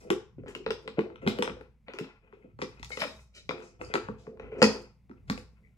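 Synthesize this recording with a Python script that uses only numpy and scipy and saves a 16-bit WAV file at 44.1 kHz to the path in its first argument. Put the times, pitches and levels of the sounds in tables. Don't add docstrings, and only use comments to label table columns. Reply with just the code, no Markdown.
import sys
import numpy as np
from scipy import signal
from scipy.fft import rfft, irfft, next_fast_len
from scipy.io import wavfile
from scipy.ndimage import uniform_filter1d

SR = 44100
rng = np.random.default_rng(int(sys.argv[2]) if len(sys.argv) > 2 else 0)


def dump_mix(stems):
    frames = np.atleast_2d(stems).T
    limited = np.clip(frames, -1, 1)
    pcm = np.round(limited * 32767).astype(np.int16)
    wavfile.write(sys.argv[1], SR, pcm)


def invert_db(level):
    return 10 ** (np.asarray(level, dtype=float) / 20)


N = 254456

# f/Hz, level/dB, t60/s
BASE_MODES = [(129.7, -14.5, 0.028), (173, -7.5, 0.1), (215, -15.5, 0.53), (260, 0, 0.1), (273, -2.5, 0.16),
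              (300, -8.5, 0.016)]
WALL_MODES = [(354.6, -2, 0.2), (404.5, 0, 0.098), (445, -2, 0.17), (459.4, -9, 0.17), (504.3, -0.5, 0.15),
              (548, -11, 0.15), (657, -5.5, 0.075)]
LID_MODES = [(848, 1, 0.028), (944, -3.5, 0.061), (1056, -3.5, 0.052), (1215, 2, 0.03), (1313, 3, 0.034),
             (1750, 4.5, 0.0081)]
RIM_MODES = [(1990, -3.5, 0.075), (2034, -2.5, 0.056), (2500, 1, 0.05), (2630, -3, 0.054), (2950, -2, .02),
             (3100, 1, 0.008)]
COVER_MODES = [(538, -1, .06), (640, 0, .08), (1290, -6, 0.025), (1440, -6, .03), (1860, -4.5, .03),
               (2400, -3, .03), (3000, -5.5, 0.037), (3850, -4.5, .04), (4400, -5.5, .03), (5144, -7, .04),
               (5960, -11, .02), (7300, -11, .015)]
# f/Hz, density/dB per Hz
AIR = [(15, -34), (25, -3), (70, 3), (206, 5.5), (301, -15), (591, -19.5), (1740, -31), (2110, -22),
       (3160, -34), (16000, -44.5)]
# t/s, sway level/dB, rumble against sway/dB
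SHAKES = [(.14, -57.5, 5.5), (0.418, -60, 11.5), (.69, -55, 4.5), (1.001, -61, 6), (1.28, -54, 8),
          (1.53, -53, 2), (2.62, -62.5, 13.5), (2.84, -50.5, -2.5), (3.2, -55, -12), (3.5, -62.5, 7),
          (3.85, -54, 3.5), (4.1, -54.5, 7), (4.45, -52.5, 0), (4.66, -50, 6), (5.09, -63.5, -0.5),
          (5.32, -50, 4.5), (5.499, -59, -10)]
# start t/s, length/s, pressure level/dB, speed as treble against box/dB
STROKES = [(0.0, 0.042, -49, -3), (0.377, 0.24, -61.5, -7), (0.662, 0.25, -62, -8.5),
           (0.97, 0.1, -50.5, -12.5), (1.212, 0.28, -52, -5), (1.56, 0.038, -60, -13),
           (1.861, 0.21, -59.5, -8), (2.216, 0.24, -67.5, -8), (2.592, 0.2, -66.5, 1.5),
           (2.803, 0.31, -80, -1), (2.891, 0.18, -58.5, 5.5), (3.096, 0.086, -84.5, 12.5),
           (3.326, 0.056, -80, 13), (3.488, 0.14, -50, -7.5), (3.789, 0.078, -52, -6.5),
           (3.952, 0.24, -58.5, -6), (4.244, 0.19, -55.5, -18), (4.385, 0.26, -61.5, -13.5),
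           (4.507, 0.17, -45.5, -9), (4.627, 0.13, -53.5, -2), (5.083, 0.093, -63.5, -25),
           (5.271, 0.068, -63.5, 8), (5.496, 0.29, -87, -1)]
# start t/s, length/s, level/dB, centre f/Hz, width/octaves
DRAGS = [(0.005, 0.036, -71, 5500, 0.42), (0.465, 0.066, -48.5, 1374, 1.7),
         (0.477, 0.05, -62.5, 6600, 0.98), (0.641, 0.019, -68, 2500, .7), (0.972, 0.034, -40, 447, 0.63),
         (1.28, 0.12, -49.5, 3330, 0.37), (1.375, 0.0092, -47, 481, 0.37), (2.027, 0.03, -57.5, 3220, 0.68),
         (2.319, 0.077, -63.5, 1710, 1.6), (2.908, 0.061, -47, 4750, 0.85),
         (2.985, 0.073, -43.5, 5460, 1.6), (2.993, 0.069, -47, 610, 0.25), (3.008, 0.05, -32, 2135, 1.1),
         (3.332, 0.13, -56.5, 2520, 0.45), (3.345, 0.061, -57.5, 4670, 1.1),
         (3.591, 0.09, -50.5, 820, 2.48), (3.616, 0.11, -61.5, 5500, 0.85),
         (3.798, 0.13, -56.5, 6260, 0.88), (4.174, 0.14, -66, 4030, 1.2), (4.491, 0.19, -64, 2400, 0.32),
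         (4.575, 0.1, -60, 5500, 0.9), (5.279, .02, -63, 2900, 1.4)]
# start t/s, length/s, level/dB, pitch f/Hz, width/octaves
SQUEAKS = [
    (2.418, 0.041, -71.5, 2060, 0.17),
    (2.911, 0.055, -44.5, 2150, 0.073),
    (3.055, 0.049, -60.5, 5170, 0.05),
    (3.075, 0.048, -53.5, 3830, 0.028),
    (3.842, 0.015, -53, 4840, 0.14),
    (5.627, 0.081, -66.5, 2130, 0.23),
]
# t/s, lid peak level/dB, rim peak level/dB, crack against rim/dB
CUTLERY_TICKS = [(0.103, -20, -26, -8.5), (0.435, -57, -74, -10), (0.461, -47, -72, -4.5),
                 (0.551, -37, -43, -8.5), (0.663, -30.5, -33, -22.5), (0.706, -29, -30, -13.5),
                 (0.877, -35, -35, -15.5), (0.991, -24, -32.5, -19.5), (1.008, -41, -43, -14.5),
                 (1.101, -47.5, -64.5, -15), (1.158, -48, -53.5, -21), (1.265, -35.5, -42.5, -15),
                 (1.275, -23, -23.5, -13), (1.283, -35, -41.5, -2), (1.387, -29, -39.5, -7.5),
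                 (1.424, -22.5, -24.5, -11.5), (1.456, -40, -49, -16), (1.476, -29.5, -35.5, -33),
                 (1.497, -38, -42.5, -28.5), (1.611, -40.5, -56, -8.5), (1.883, -41.5, -42, -41),
                 (1.936, -44, -42.5, -13.5), (1.987, -36.5, -35, -9.5), (2.043, -48, -52, -13),
                 (2.326, -48, -78, -15)]
COVER_TICKS = [(2.589, -41.5, -58, -8), (2.617, -29.5, -33, -10), (2.623, -52, -35, -7.5),
               (2.796, -64, -55, -1.5), (2.829, -42, -38.5, -3.5), (2.846, -55, -46, 3.5),
               (2.904, -41.5, -56, -21), (2.972, -38, -33.5, -10), (3.019, -26, -29, -14),
               (3.038, -28.5, -41, -3.5), (3.492, -27, -26.5, -18), (3.509, -26.5, -44.5, -6),
               (3.813, -37.5, -42, -29), (3.939, -21.5, -30.5, -2), (3.954, -21, -29.5, -15),
               (4.086, -38, -70, -16), (4.268, -46, -69, -14.5), (4.373, -53.5, -66, -20),
               (4.397, -41.5, -52, -15), (4.618, -16.5, -18.5, -11.5), (4.626, -11, -15.5, -4),
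               (4.641, -24.5, -21.5, -6), (5.095, -54, -66, -15), (5.112, -52.5, -68, -13),
               (5.299, -24.5, -34, 1), (5.377, -47.5, -42, -6.5)]
# edge resonance f/Hz, width/octaves, ring time factor, top of the crack level/dB
CUTLERY_EDGE = (3010, 0.68, 0.73, 2.5)
COVER_EDGE = (2400, 1.05, 1, -15.5)
# t/s, wall peak level/dB, centre
# of wall ringing f/Hz, base against wall/dB
THUMPS = [(0.104, -16.5, 388, -18), (0.382, -38, 360, -4.5), (0.436, -40, 503, -18),
          (0.46, -39, 432, -7), (0.483, -38, 413, -23), (0.556, -38, 367, -3.5),
          (0.6, -39.5, 357, -12), (0.663, -23, 472, -13), (0.703, -25.5, 409.6, -18),
          (0.855, -44, 427, -9), (0.878, -32.5, 481, -12), (0.983, -13.5, 394, -8),
          (1.101, -38.5, 366, -25), (1.23, -33.5, 495, -17), (1.264, -23, 409, -2),
          (1.388, -20, 510, -11.5), (1.425, -22.5, 496, -37), (1.478, -27, 492, -19),
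          (1.499, -35, 497, -7), (1.568, -39.5, 480, -15), (1.608, -42, 494, -9),
          (1.882, -40.5, 524, -12), (1.936, -39, 368, -8.5), (1.989, -34, 384, -26),
          (2.009, -33.5, 376, -1), (2.331, -43.5, 344, -23), (2.368, -51.5, 428, -16),
          (2.443, -49, 497, -1.5),
          (2.59, -38, 415, -6.5), (2.62, -26.5, 459, -11), (2.799, -57.5, 404, 9),
                (2.903, -41.5, 470, -28), (2.973, -31, 490, -10.5), (3.017, -36.5, 655, -4),
                (3.048, -32, 542, -12), (3.492, -27, 499, -6.5), (3.812, -31, 454, -14.5),
                (3.9, -36, 440, -22), (3.941, -21, 486, -15.5), (3.954, -24.5, 364, -7.5),
                (4.086, -30, 446.4, -8), (4.275, -35, 470, -4.5), (4.397, -37.5, 500, -11.5),
                (4.437, -40, 500, -20), (4.481, -42.5, 511, -21), (4.523, -32.5, 462.5, -26.5),
                (4.549, -32.5, 469.5, -22.5), (4.586, -35.5, 463, -8), (4.6185, -8.5, 479, -9.5),
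                (4.639, -16.5, 495, -11.5), (5.098, -45, 370, -0.5), (5.298, -26.5, 441, -2),
                (5.376, -35.5, 507, -21)]
# t/s, f/Hz, peak level/dB, t60/s
PINGS = [(0.483, 7000, -57, 0.018), (0.483, 2500, -53, .02), (0.550, 2840, -33, 0.015),
         (0.551, 7130, -56.5, 0.013), (0.643, 2500, -54, .015), (0.706, 3130, -34.5, .015),
         (0.706, 5200, -51, 0.013), (0.877, 3090, -42, .015), (1.158, 3000, -53, 0.013),
         (1.266, 1430, -32, .025), (1.275, 3660, -33, 0.013), (1.275, 6360, -42.5, 0.0095),
         (1.284, 4100, -38, .015), (1.284, 7500, -46.5, 0.0082), (1.388, 2900, -39, 0.013),
         (1.424, 3140, -35, 0.012), (1.424, 1080, -32, 0.015), (1.424, 5270, -39, 0.0079),
         (1.424, 8050, -44.5, 0.0061), (1.457, 3200, -45.5, .012), (1.476, 1400, -38, 0.018),
         (1.496, 3230, -43, 0.014), (1.611, 1027, -49, 0.019), (2.846, 4600, -48, .015),
         (3.004, 5120, -35, .025), (3.018, 1860, -28.5, .02), (3.492, 2500, -42, .015),
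         (3.492, 1090, -39, .02), (4.086, 1050, -33, 0.013), (4.397, 2520, -52.5, .025),
         (4.541, 2500, -54.5, .03), (4.626, 5030, -25, 0.021), (4.641, 2500, -28, 0.022),
         (4.642, 5950, -33.5, .012)]
# start t/s, loudest t/s, end t/s, level/dB, centre of ringing f/Hz
RATTLES = [
    (2.91, 2.924, 2.94, -48.5, 4400),
    (2.975, 3.009, 3.01, -39.5, 3770),
    (2.995, 3.037, 3.056, -40.5, 800),
    (3.32, 3.353, 3.33, -69.5, 1300),
    (3.335, 3.363, 3.43, -57, 3530),
    (1.285, 1.302, 1.34, -49.5, 3370),
    (4.49, 4.57, 4.23, -58.5, 2400),
]
# f/Hz, t60/s, level against the direct sound/dB
ROOM = [(149, 0.2, -7), (386, 0.27, -4), (958, 0.41, -6.5), (2500, 0.32, -8), (5500, 0.34, 2.5),
        (10800, 0.19, 1.5)]
# delay/ms, level/dB
ECHOES = [(2.1, -12.5), (7.5, -14), (17, -13), (23, -15.5)]
# f/Hz, level/dB
PORT_LEAN = [(100, 0), (500, 0.8), (1200, 2.1), (2300, 7.5), (4500, -2.5), (8500, -7.5), (13000, 4.5)]


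def unit(x):
    return x / np.sqrt(np.mean(x ** 2))


def on_log(table, hz, axis=1):
    table = np.array(table, float)
    return np.interp(np.log(np.maximum(hz, 1)), np.log(table[:, 0]), table[:, axis])


def shape(x, gain):
    n = next_fast_len(x.shape[-1])
    hz = np.arange(n // 2 + 1) * SR / n
    return irfft(rfft(x, n) * gain(hz), n)[..., :x.shape[-1]]


def bell(centre_hz, octaves):
    return lambda f: np.exp(-2 * (np.log2(np.maximum(f, 1) / centre_hz) / octaves) ** 2)


def walk(rate):
    hold = int(SR / rate)
    steps = np.repeat(rng.standard_normal(N // hold + 1), hold)
    return unit(uniform_filter1d(uniform_filter1d(steps, hold), hold)[:N])


def ring(modes, db, stretch, detune=0):
    hz, own_db, t60 = np.transpose(modes)[:, :, None]
    t60 = np.maximum(t60 * max(stretch, 0.05), 0.001)
    t = np.arange(int(min(np.max(t60) * 1.25, 0.25) * SR)) / SR
    sign = (-1.0) ** np.arange(len(modes))[:, None]
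    decay = np.exp(-np.log(1000) * t / t60)
    sines = np.sin(2 * np.pi * hz * (1 + detune) * t)
    return np.sum(sign * invert_db(own_db + db) * decay * sines, axis=0)


def near(modes, centre_hz, fall_db):
    return -fall_db * np.abs(np.log2(np.array(modes)[:, :1] / centre_hz))


def add(out, s, sound, peak_db):
    i = int(s * SR)
    sound = sound[:N - i]
    out[i:i + len(sound)] += sound * invert_db(peak_db) / np.max(np.abs(sound))


def shakes(levels_db, rise_s, fall_s, rest_db):
    t = np.arange(0, N, 64) / SR
    late = t - np.array(SHAKES)[:, :1]
    swell = invert_db(levels_db)[:, None] * np.exp(-np.abs(late) / np.where(late < 0, rise_s, fall_s))
    level = np.sqrt(invert_db(rest_db) ** 2 + np.sum(swell ** 2, axis=0))
    return np.interp(np.arange(N) / SR, t, level)


def background():
    noise = rng.standard_normal((5, N))
    middle, ports, knock_mid, knock_side = noise[0], noise[1:3], noise[3], noise[4]
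    _, sway_db, rumble_db = np.transpose(SHAKES)
    hum_hz = 57.0 + 5.3 * walk(6.7)
    hum = np.sqrt(2) * np.sin(2 * np.pi * np.cumsum(hum_hz) / SR)
    hum = hum * shakes(sway_db, rise_s=0.061, fall_s=0.14, rest_db=-68.5)
    knocks = knock_mid + 0.5 * np.array([knock_side, -knock_side])
    rumble = unit(shape(knocks, bell(110.0, 0.93)))
    rumble = rumble * shakes(sway_db + rumble_db, rise_s=0.063, fall_s=0.084, rest_db=-72.5)
    rumble += unit(shape(ports, bell(28.0, 0.81))) * invert_db(-77 + 3.3 * walk(7.5))
    air = unit(shape(ports + 3.9 * middle, lambda f: invert_db(on_log(AIR, f))))
    return hum + rumble + air * invert_db(-66.5 + 2 * walk(8.7))


def strokes(levels_db):
    grip_s, release_s = 0.0067, 0.045
    out = np.zeros(N)
    for (s, length, *_), db in zip(STROKES, levels_db):
        t = np.arange(int((length + 0.3) * SR)) / SR
        release = np.exp(-np.maximum(t - length, 0) / release_s)
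        add(out, s, (1 - np.exp(-t / grip_s)) * release, db)
    return out


def rubbing():
    box_db, speed_db = np.transpose(STROKES)[2:]
    lid_db = box_db + speed_db
    hiss_db = box_db + 2.2 * speed_db - 7
    slips = [rng.standard_normal(N) * invert_db(4.8 * walk(60) + 5.09 * walk(14)) for _ in range(3)]
    stiff = LID_MODES + RIM_MODES[:5]
    box = ring(BASE_MODES + WALL_MODES, 0, 0.77)
    lid = ring(stiff, near(stiff, 1300.0, 4.4), 0.32)
    out = signal.fftconvolve(slips[0] * strokes(box_db), box / np.linalg.norm(box))[:N]
    out += signal.fftconvolve(slips[1] * strokes(lid_db), lid / np.linalg.norm(lid))[:N]
    hiss = unit(shape(slips[2], bell(5600.0, 1.3)))
    return invert_db(-5.5) * (out + hiss * strokes(hiss_db - 5.0))


def drags():
    out = np.zeros(N)
    rows = DRAGS + SQUEAKS
    grain = rng.standard_normal((len(rows), 8192))
    grain *= invert_db(4.3 * rng.standard_normal((len(rows), 128)).repeat(64, axis=1))
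    t = np.arange(8192) / SR
    for (s, length, db, hz, octaves), noise in zip(rows, grain):
        swell = np.clip(t / (0.18 * length), 0, 1) * np.clip((length - t) / length, 0, 1)
        add(out, s, unit(shape(noise, bell(hz, octaves))) * swell, db + 4.5)
    return out


def ticks():
    out = np.zeros(N)
    rows = [tuple(r) + tuple(CUTLERY_EDGE) for r in CUTLERY_TICKS]
    rows += [tuple(r) + tuple(COVER_EDGE) for r in COVER_TICKS]
    chance = rng.standard_normal((len(rows), 4, len(LID_MODES), 1))
    grit = rng.standard_normal((len(rows), 1024))
    t = np.arange(1024) / SR - 0.001
    grit[:, np.argmax(t > 0)] = 4.3
    touch = np.hanning(14)
    top_fall = 1.9
    for row, draw, noise in zip(rows, chance, grit):
        s, lid_db, rim_db, crack_db, edge_hz, octaves, stretch, top_db = row
        lid = ring(LID_MODES, 2 * draw[0], 0.36 * stretch, draw[1] / 30)
        rim = ring(RIM_MODES, 2 * draw[2], 0.5 * stretch, draw[3] / 30)
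        chatter = noise * (t > 0) * np.exp(-np.abs(t) / (0.00088 * max(stretch, 0.05)))
        long_chatter = chatter * np.exp(t / 0.0012) ** stretch
        top = shape(long_chatter, bell(10000.0, 1.3))
        add(out, s + 0.0004, np.convolve(lid, touch), lid_db + 0.5)
        add(out, s + 0.0004, rim, rim_db - 4.5)
        add(out, s - 0.0006, shape(chatter, bell(edge_hz, octaves)), rim_db + 0.5)
        add(out, s - 0.0006, shape(chatter, bell(4320.0, 1.0)), rim_db + crack_db + 5.0)
        add(out, s - 0.0006, top, rim_db + top_fall * crack_db + top_db + 3)
    return out


def thumps():
    out = np.zeros(N)
    push = np.hanning(int(0.0012 * SR))
    blows = THUMPS
    chance = rng.standard_normal((len(blows), 2, len(WALL_MODES), 1))
    for (s, db, hz, base_db), (size, tune) in zip(blows, chance):
        wall = ring(WALL_MODES, near(WALL_MODES, hz, 36.0) + 4.0 * size, 0.31, 0.017 * tune)
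        base = ring(BASE_MODES, 4.5 * size[1:], 0.39, 0.0028 * tune[1:])
        add(out, s + 0.00067, np.convolve(wall, push), db - 4.0)
        add(out, s + 0.00043, np.convolve(base, push), db + base_db + 1.06)
    return out


def pings():
    out = np.zeros(N)
    for s, hz, db, t60 in PINGS:
        add(out, s, ring([(hz, 0, t60)], 0, 0.95), db)
    return out


def rattles():
    knocks_per_s, scatter_db, fall_db = 900, 4, 6
    out = np.zeros(N)
    t = np.arange(8192) / SR
    when = rng.random((len(RATTLES), 8192))
    size = rng.standard_normal((len(RATTLES), 8192))
    for (s, top, end, db, hz), dice, draw in zip(RATTLES, when, size):
        knocks = (dice < knocks_per_s / SR) * np.sign(draw[::-1]) * invert_db(scatter_db * draw)
        cover = unit(ring(COVER_MODES, near(COVER_MODES, hz, fall_db), 1))
        body = np.convolve(unit(knocks), cover)[:8192]
        swell = np.interp(t + s, (s, top, end), (0, 1, 0)) ** 1.3
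        i = int(s * SR)
        out[i:i + 8192] += unit(body) * swell * invert_db(db)
    return out


def room(lag):
    t = np.arange(int(0.7 * SR)) / SR
    mid, side = rng.standard_normal((2, len(t)))
    out = np.zeros((2, len(t)))
    for hz in 60 * 2 ** np.arange(0, 8.1, 0.5):
        band = lambda f: np.maximum(0, 1 - np.abs(np.log2(np.maximum(f, 1) / hz)) * 2)
        apart = np.clip(hz / 1900.0, 0.6, 1)
        noise = shape(np.sqrt(1 - apart ** 2) * mid + apart * np.array([side, side[::-1]]), band)
        t60 = on_log(ROOM, hz)
        fall = np.exp(-np.log(1000) * t / t60) * (1 - np.exp(-t / 0.00067))
        level = invert_db(on_log(ROOM, hz, axis=2)) * np.sqrt(2 * np.log(1000) / (t60 * SR))
        out += noise * fall * level
    out[0, 0] += 1
    out[1, lag] += 1
    for k, (ms, db) in enumerate(ECHOES):
        ms = ms * rng.uniform(0.7, 1.4)
        i = int(ms * SR / 1000)
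        out[0, i] += invert_db(db)
        out[1, i + (-1) ** (k + 1) * lag] += invert_db(db)
    return out


def scene():
    box = thumps() + ticks() + drags() + rubbing()
    rooms = [room(lag) for lag in (12, 7)]
    kitchen = background()
    box = box + pings() + rattles()
    box = shape(box, lambda f: 1 / np.sqrt(1 + (153.0 / np.maximum(f, 1)) ** 6))
    turn = np.cos(np.pi * np.arange(N) / SR / 1.3) ** 2
    wet = np.zeros((2, N))
    for share, path in zip((turn, 1 - turn), rooms):
        wet += signal.fftconvolve((box * share)[None], path, axes=1)[:, :N]
    return wet * invert_db(5.0) + kitchen


def roll_off(x):
    return signal.sosfilt(signal.butter(12, 16500, fs=SR, output="sos"), x)


def record(dry):
    ports = []
    for x, side in zip(dry, (1, -1)):
        ports.append(shape(x, lambda f: invert_db(side * on_log(PORT_LEAN, f) / 2) * (f < 15900)))
    return roll_off(np.array(ports))


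dry = scene()
out = record(dry)
dump_mix(out)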